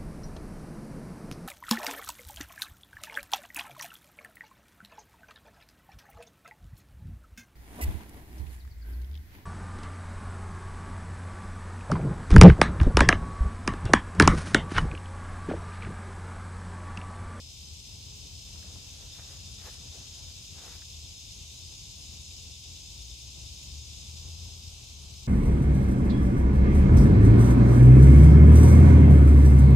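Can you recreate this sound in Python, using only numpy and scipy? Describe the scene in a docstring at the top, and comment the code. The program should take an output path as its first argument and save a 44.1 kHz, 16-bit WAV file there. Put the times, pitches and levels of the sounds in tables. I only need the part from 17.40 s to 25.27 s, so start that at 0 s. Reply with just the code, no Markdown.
"""A wide chorus of far insects fills a mown yard beside a field on a still summer day.
Crickets trill and chirp by rubbing their wings, one short ring per stroke, and a katydid lisps.
Distant traffic rumbles, machinery hums and whines faintly, and one engine speeds up.
Close to the two microphones someone shifts about, rustling cloth and snapping dry grass."""
import sys
import numpy as np
from scipy import signal
from scipy.fft import rfft, irfft, next_fast_len
from scipy.io import wavfile

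SR = 44100
rng = np.random.default_rng(int(sys.argv[2]) if len(sys.argv) > 2 else 0)


def materialize(psi):
    """Save the field psi as 16-bit PCM at rate SR to the path in sys.argv[1].

    A 1-D psi becomes a single channel; in a 2-D psi each row is a channel.
    """
    bounded = np.clip(np.atleast_2d(psi).T, -1, 1)
    quanta = np.round(bounded * 32767).astype(np.int16)
    wavfile.write(sys.argv[1], SR, quanta)


N = 347067
T = np.arange(N) / SR
SIZE = 2 * next_fast_len(N // 2 + 1, True)
HZ = np.fft.rfftfreq(SIZE, 1 / SR)


def insect_chorus(level_db=-49, lull_db=-1, shimmer_db=0.75, sizzle_db=-61):
    """Countless far insects merge into a bright, shimmering hiss with a thin sizzle on top."""
    # Each row: frequency in Hz, strength there in dB.
    body_colour = [(1500, -43), (2050, -14), (2400, -4), (2650, -0.9), (3300, 0.5), (4000, 1.5),
                   (4500, 1.5), (5600, 3), (6600, 0.5), (7200, -2.5), (8150, -4.5), (8900, -12),
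                   (10800, -16), (13500, -12.5), (13950, -64)]
    sizzle_colour = [(12400, -44), (13300, -21), (14200, -3), (15000, 2), (15600, -6), (16000, -10)]
    # Each row: frequency in Hz, how alike the two sides are from 0 to 1.
    likeness = [(1500, 0), (2200, .1), (2500, .5), (3400, .18), (4200, .2), (4800, .05), (5600, .08),
                (6200, .2), (6800, .5), (7100, .95), (7800, .9), (8400, .99), (13300, .99)]
    # Each row: frequency in Hz, how far the left wave is ahead in radians.
    left_lead = [(1500, -.6), (2500, -1.5), (3300, -.7), (4000, .8), (4900, -1.2), (6300, 0), (7000, -.2),
                 (7800, 0), (11700, 0), (12600, 1.2), (13300, np.pi)]
    # Each row: frequency in Hz, how much louder the left is in dB.
    left_louder = [(1500, 4), (2700, 4), (4000, 2), (5000, 3.5), (6000, -0.5), (6600, 1), (7600, -0.5)]
    body = diffuse(by_pitch(body_colour), by_pitch(likeness), by_pitch(left_lead), by_pitch(left_louder))
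    body *= gain_of(level_db + lull_db * lull() + shimmer_db * drift(40))
    sizzle = evened(wave(white() * gain_of(by_pitch(sizzle_colour))))
    sizzle *= gain_of(sizzle_db + 3 * drift(14))
    # A thin, very high hiss, opposite in the left and right channels, sounds wide.
    return body + np.array([sizzle, -sizzle])


def trilling_crickets(level_db=-55.5, pitch_hz=5100, strokes_per_s=69.5, rest_db=-11, under_db=-62.5):
    """Fast wing strokes make a dry trill that dips three times; a slower neighbour carries on under it."""
    # Each row: start and end of a short rest in seconds.
    rests = [(1.46, 1.69), (3.95, 4.16), (7.3, 7.74)]
    strokes = np.cumsum(strokes_per_s * (1 + .022 * drift(4) + .04 * drift(40))) / SR
    song = wing_strokes(strokes, pitch_hz * (1 + .014 * drift(90) + .004 * drift(8)), sag=.085, duty=.48)
    resting = sum(during(start, end, fade_s=.036) for start, end in rests)
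    song *= gain_of(rest_db * resting + 1.3 * drift(20))
    under_strokes = 60 * (T + .006 * drift(6))
    under_song = wing_strokes(under_strokes, hz=5060 * (1 + .014 * drift(90)), sag=.06, duty=.6)
    near = outdoors(song, lead=-1.2, side_db=2.7, scatter_db=-4.5, echo_s=.15)
    under = outdoors(under_song, lead=-1.2, side_db=2, scatter_db=1, echo_s=.3)
    return gain_of(level_db) * near + gain_of(under_db) * under


def chirping_crickets(level_db=-65.5, lull_db=-9, first_chirp_s=.012):
    """Neighbours chirp in step, about nine times a second, and stand out once the chorus has gathered."""
    # Each row: pitch in Hz, level in dB added to level_db.
    chirpers = [(3535, -1), (3638, -1.5), (3775, -5)]
    # Each row: time in seconds, chirps per second.
    chirp_rate = [(0, 8.8), (2, 8.94), (4, 8.75), (5, 8.75), (6, 8.6), (7.87, 8.66)]
    beat = np.cumsum(by_time(chirp_rate)) / SR - chirp_rate[0][1] * first_chirp_s
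    out = np.zeros((2, N))
    for hz, db in chirpers:
        own_beat = beat + .02 * drift(3)
        song = wing_strokes(own_beat, hz * (1 + .003 * drift(60) + .002 * drift(2)), sag=.005, duty=.6)
        song *= gain_of(lull_db * lull() + 1.5 * drift(90) + 1.2 * drift(5))
        out += gain_of(db) * outdoors(song, lead=.2, side_db=2, scatter_db=-6, echo_s=.3)
    return gain_of(level_db) * out


def far_crickets(boost_db=1.26, uneven_db=2):
    """Single trills, smeared by distance, flit in and out of the chorus; most of them swell with it."""
    # Each row: pitch in Hz, level in dB before the boost, change in dB while the chorus holds back.
    singers = [(2670, -74.5, -1), (2866, -77, -4), (3126, -71.5, 2), (3235, -74, 0), (3390, -74, -2),
               (3545, -67, -7), (3644, -65, 0.5), (3770, -73.5, -4), (3870, -70, -4), (3950, -69, -8),
               (4090, -75.5, 7), (4140, -76, -2), (4488, -76, -4), (5960, -70, -4), (6060, -71, -4),
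               (6176, -65, -0.5), (6340, -66, -4), (6510, -63.5, -5), (6730, -66.5, -5), (6870, -63, -10)]
    out = np.zeros((2, N))
    for hz, db, lull_db in singers:
        strokes_per_s, wander = rng.uniform(35, 65), drift(15.5)
        pitch_hz = hz * (1 + .003757 * drift(25.5) + .001 * drift(1))
        song = wing_strokes(strokes_per_s * (T + .0037 * wander), pitch_hz, sag=.004926, duty=.94)
        song *= gain_of(uneven_db * wander)
        smeared = outdoors(song, lead=0, side_db=1.5, scatter_db=3.5, echo_s=.52)
        out += gain_of(db + lull_db * lull()) * smeared
    return out * gain_of(boost_db)


def katydid(level_db=-67.5, between_db=-9, pitch_hz=9780, width_hz=380, half_lisp_s=.033):
    """A rasping wing makes four or five soft, high lisps a second over the blur of others further off."""
    # Each row: middle of a lisp in seconds, level in dB added to level_db.
    lisps = [(.18, -4), (.41, -9), (.63, -11), (.81, -8), (1.1, -5), (1.36, 0), (1.57, 0), (1.91, -1),
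             (2.13, 2), (2.34, 4.5), (2.56, -2), (2.79, 0), (3.03, -3), (3.26, 0), (3.48, -1), (3.76, -1),
             (3.96, -1), (4.17, 2), (4.38, 0), (4.6, 2), (4.82, 1), (5.02, -1), (5.2, -3), (5.4, -5),
             (5.61, -1), (5.8, -1), (6.03, -3), (6.23, -3), (6.49, -3), (6.68, -1), (6.89, -2), (7.11, -6),
             (7.34, -2), (7.62, 1)]
    rasp = evened(wave(white() * np.exp(-.5 * ((HZ - pitch_hz) / width_hz) ** 2)))
    swells = sum(gain_of(db) * bump((T - s) / half_lisp_s) for s, db in lisps)
    return gain_of(level_db) * rasp * np.hypot(swells, gain_of(between_db))


def traffic(level_db=-50, growth_db_per_s=.01, lag_s=.00054, swell_db=1.5):
    """Far roads and air make a low rumble that reaches the left microphone first."""
    # Each row: frequency in Hz, strength there in dB.
    colour = [(20, -40), (30, -24), (42, -4), (58, -2.5), (80, -1.5), (105, -7), (150, -13.4), (205, -18.5),
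              (270, -23), (420, -27), (560, -28.3), (720, -27.5), (810, -29.5), (930, -28.5), (1400, -40.5),
              (2000, -43.5), (4000, -71)]
    # Each row: frequency in Hz, how alike the two sides are from 0 to 1.
    likeness = [(90, .97), (170, .9), (350, .74), (550, .55), (900, .35), (2000, .15)]
    # Each row: frequency in Hz, how much louder the left is in dB.
    left_louder = [(80, 3.4), (170, 3.3), (350, 0.63), (2000, 2.5)]
    rumble = diffuse(by_pitch(colour), by_pitch(likeness), 2 * np.pi * HZ * lag_s, by_pitch(left_louder))
    return rumble * gain_of(level_db + growth_db_per_s * T + swell_db * drift(9.9))


def engines(hum_hz=118.6, drone_hz=77, pull_away_s=5.42, roar_hz=800, roar_rise_s=1.6):
    """Only low engine notes carry this far: a hum, and a vehicle that drones, then pulls away."""
    # Each row: time in seconds, firings per second of the engine that pulls away.
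    firing_rate = [(5.49, 52.7), (5.8, 63.1), (6.02, 67.9), (6.6, 74.8), (6.96, 81.7), (7.2, 81.8),
                   (7.62, 72.3), (7.87, 71.8)]
    # Each row: time in seconds, level in dB before the left-right balance.
    pulling_level = [(5.35, -77), (5.48, -50), (5.63, -48), (5.86, -51), (6.01, -44.5), (6.12, -54),
                     (6.39, -44), (6.6, -53), (6.73, -46.5), (6.95, -41.5), (7.15, -47), (7.42, -52.5),
                     (7.7, -48.5), (7.87, -50)]
    hum_level = [(0, -64.5), (1.2, -61), (2, -58.5), (2.8, -64.5), (4, -68.5), (5.3, -60.5), (6.3, -58.5),
                 (7.87, -64)]
    phase = 2 * np.pi * np.cumsum(by_time(firing_rate)) / SR
    pulling = (np.sin(phase) + gain_of(-24) * np.sin(2 * phase)) * gain_of(by_time(pulling_level))
    road_roar = diffuse(-12 * np.log2((HZ + 1) / roar_hz) ** 2, likeness=.15, lead=0, side_db=1)
    road_roar *= gain_of(-72) * np.clip((T - pull_away_s) / roar_rise_s, 0, 1)
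    hum = tone(hum_hz + .94 * drift(2.25)) * gain_of(by_time(hum_level) + 2 * drift(1.3))
    drone = tone(drone_hz + 2.53 * drift(1.97)) * gain_of(-58 + .34 * drift(2.6))
    drone *= np.clip((pull_away_s - T) / .2 + 1, 0, 1)  # ends with the gear change
    balance = gain_of([[1.6], [-1.8]])
    return np.sqrt(2) * (pulling + hum + drone) * balance + road_roar


def machinery(waver_hz=1.91, swell_db=4.5):
    """Thin whines of far machines come and go on the air."""
    # Each row: pitch in Hz, level in dB that the whine swells around.
    whines = [(199, -73.5), (243, -81.5), (292, -81.5), (352, -85.5), (411, -82), (478, -85.5)]
    out = sum(tone(hz + waver_hz * drift(4.3)) * gain_of(db + swell_db * drift(1.26)) for hz, db in whines)
    return out * gain_of([[1], [-1]])


def rustling(catches_per_s=2500, spread_db=2, stir_db=-67):
    """Cloth and grass rub in swells of tiny catching fibres, over a faint stir as the body turns."""
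    # Each row: frequency in Hz, strength there in dB.
    cloth = [(120, -20), (230, -7), (370, 5.5), (750, 3), (1200, -2), (1850, -4.5), (2600, -11),
             (7000, -33), (9500, -20.5), (12500, -13), (14000, -60)]
    # Each row: peak in seconds, level in dB, rise and fall in seconds, brightness in dB per octave.
    brushes = [(1.3, -65, 0.09, 0.092, 0), (1.63, -63, 0.09, .05, 0), (1.79, -62, 0.073, 0.055, 7),
               (1.93, -60.5, 0.069, 0.036, 1.5), (2.24, -60.3, 0.058, 0.14, 5),
               (2.266, -54.5, .018, .017, 2.5), (2.287, -56.5, 0.011, 0.011, -1),
               (2.55, -58, 0.029, 0.04, -4.5), (2.81, -69, .04, .05, -2), (3.19, -58.5, 0.048, 0.044, 2),
               (3.256, -59, 0.033, 0.035, 0.5), (3.305, -57.5, 0.045, 0.093, 5)]
    colour_db = by_pitch(cloth)
    sizes = gain_of(spread_db * np.minimum(rng.exponential(1, N), 4))
    catches = sizes * rng.choice([-1, 1], N) * (rng.random(N) < catches_per_s / SR)
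    grains = evened(wave(rfft(catches, SIZE) * gain_of(colour_db)))
    smooth = gain_of(-3) * diffuse(colour_db, likeness=.33, lead=0, side_db=2)
    rubbing = rfft(grains + smooth, SIZE)
    octaves = np.log2(np.clip(HZ, 250, 2500) / 1000)
    out = diffuse(colour_db + 2 * octaves, likeness=.17, lead=0, side_db=1.1)  # the faint stir
    out *= during(1.06, 3.06, fade_s=.18) * gain_of(stir_db + 1.8 * drift(10))
    for s, db, rise, fall, brightness in brushes:
        swell = bump((T - s) / np.where(T < s, rise, fall))
        out += gain_of(db) * swell * evened(wave(rubbing * gain_of(brightness * octaves)))
    return out


def snapping_grass(width_octaves=.49, rise_s=.0006, decay_s=.0055):
    """Dry stalks give way one by one, each a short tick of its own colour."""
    # Each row: start in seconds, level in dB, centre frequency in Hz.
    snaps = [(1.157, -61, 1100), (1.227, -56, 1300), (1.242, -53.5, 650), (1.304, -54, 620),
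             (1.358, -53, 750), (1.787, -47.5, 740), (1.794, -50, 1900), (1.936, -58, 900),
             (2.259, -53, 1200), (2.271, -53, 800), (2.286, -51, 1100), (2.574, -60, 800),
             (3.252, -54, 700), (3.42, -52, 1490)]
    out, noise = np.zeros(N), white()
    for s, db, hz in snaps:
        distance = abs(np.log2((HZ + 1) / hz)) / width_octaves
        colour = np.exp(-.5 * np.minimum(distance, 10) ** 2)
        tick = np.clip((T - s) / rise_s, 0, 1) * np.exp(-np.minimum(abs(T - s) / decay_s, 20))
        out += gain_of(db) * tick * evened(wave(noise * colour))
    return out


def wing_strokes(count, hz, sag, duty):
    """Each closing rings the wings for a share (duty) of the beat; the pitch sags as the stroke slows."""
    progress = np.minimum(count % 1 / duty, 1)
    return np.sin(np.pi * progress) * tone(hz * (1 - sag * (progress - .5)))


def lull(gather_s=2.06, ease_at_s=6.75, ease_s=.9):
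    """How much the insects hold back: 0 in full song, about 1 at the start and the end."""
    return np.maximum(1 - T / gather_s, 0) + np.maximum((T - ease_at_s) / ease_s, 0)


def outdoors(song, lead, side_db, scatter_db, echo_s):
    """One singer in stereo: the direct sound plus its scatter from leaves and trees."""
    t = T[:SR // 2]
    echoes = rng.standard_normal((2, len(t))) * gain_of(-60 * t / echo_s)
    scatter = signal.fftconvolve(song[None], echoes / np.linalg.norm(echoes[0]), axes=1)[:, :N]
    direct = np.array([song, wave(rfft(song, SIZE) * np.exp(-1j * lead))])
    return evened((direct + gain_of(scatter_db) * scatter) * gain_of([[side_db / 2], [-side_db / 2]]))


def diffuse(colour_db, likeness, lead, side_db):
    """Noise from all around; the left side is ahead by lead radians and louder by side_db."""
    left = white()
    right = (likeness * left + np.sqrt(1 - likeness ** 2) * white()) * np.exp(-1j * lead)
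    pair = np.array([left * gain_of(side_db / 2), right * gain_of(-side_db / 2)])
    return evened(wave(pair * gain_of(colour_db)))


def drift(rate):
    """A random wobble of typical size 1 that changes up to about rate times a second."""
    hz = HZ[HZ < 900]
    noise = rng.standard_normal(len(hz)) + 1j * rng.standard_normal(len(hz))
    slow = irfft(noise * np.exp(-(hz / rate) ** 2) * (hz > 0))
    return evened(np.interp(T, np.linspace(0, SIZE / SR, len(slow)), slow))


def gain_of(db):
    """Turns decibels into a factor."""
    return 10 ** (np.asarray(db) / 20)


def evened(x):
    """Scales a signal to a typical size (rms) of 1."""
    return x / np.sqrt(np.mean(x ** 2) + 1e-20)


def by_pitch(rows):
    """Joins a table's rows into a value for every frequency."""
    hz, value = np.transpose(rows)
    return np.interp(np.log(HZ + 1), np.log(hz + 1), value)


def by_time(rows):
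    """Joins a table's rows into a value for every sample."""
    return np.interp(T, *np.transpose(rows))


def tone(hz):
    """A pure tone that follows a changing pitch."""
    return np.sin(2 * np.pi * np.cumsum(hz) / SR)


def wave(spectrum):
    """Turns a spectrum into sound."""
    return irfft(spectrum)[..., :N]


def white():
    """The spectrum of fresh white noise."""
    return rng.standard_normal(len(HZ)) + 1j * rng.standard_normal(len(HZ))


def bump(x):
    """A smooth hill of height 1 around x = 0."""
    return np.exp(-np.minimum(abs(x), 10) ** 2)


def during(start, end, fade_s):
    """1 from start to end and 0 outside, with sloping edges."""
    return np.clip(np.minimum(T - start, end - T) / fade_s + .5, 0, 1)


def scene():
    """High insects, low traffic and small movements close by."""
    insects = insect_chorus() + trilling_crickets() + chirping_crickets() + far_crickets() + katydid()
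    return insects + traffic() + engines() + machinery() + rustling() + snapping_grass()


def record(dry):
    """Cuts away the very highest treble."""
    low_pass = signal.firwin(511, cutoff=15750, window=("kaiser", 9), fs=SR)
    return signal.oaconvolve(dry, low_pass[None], "same")


dry = scene()
out = record(dry)
materialize(out)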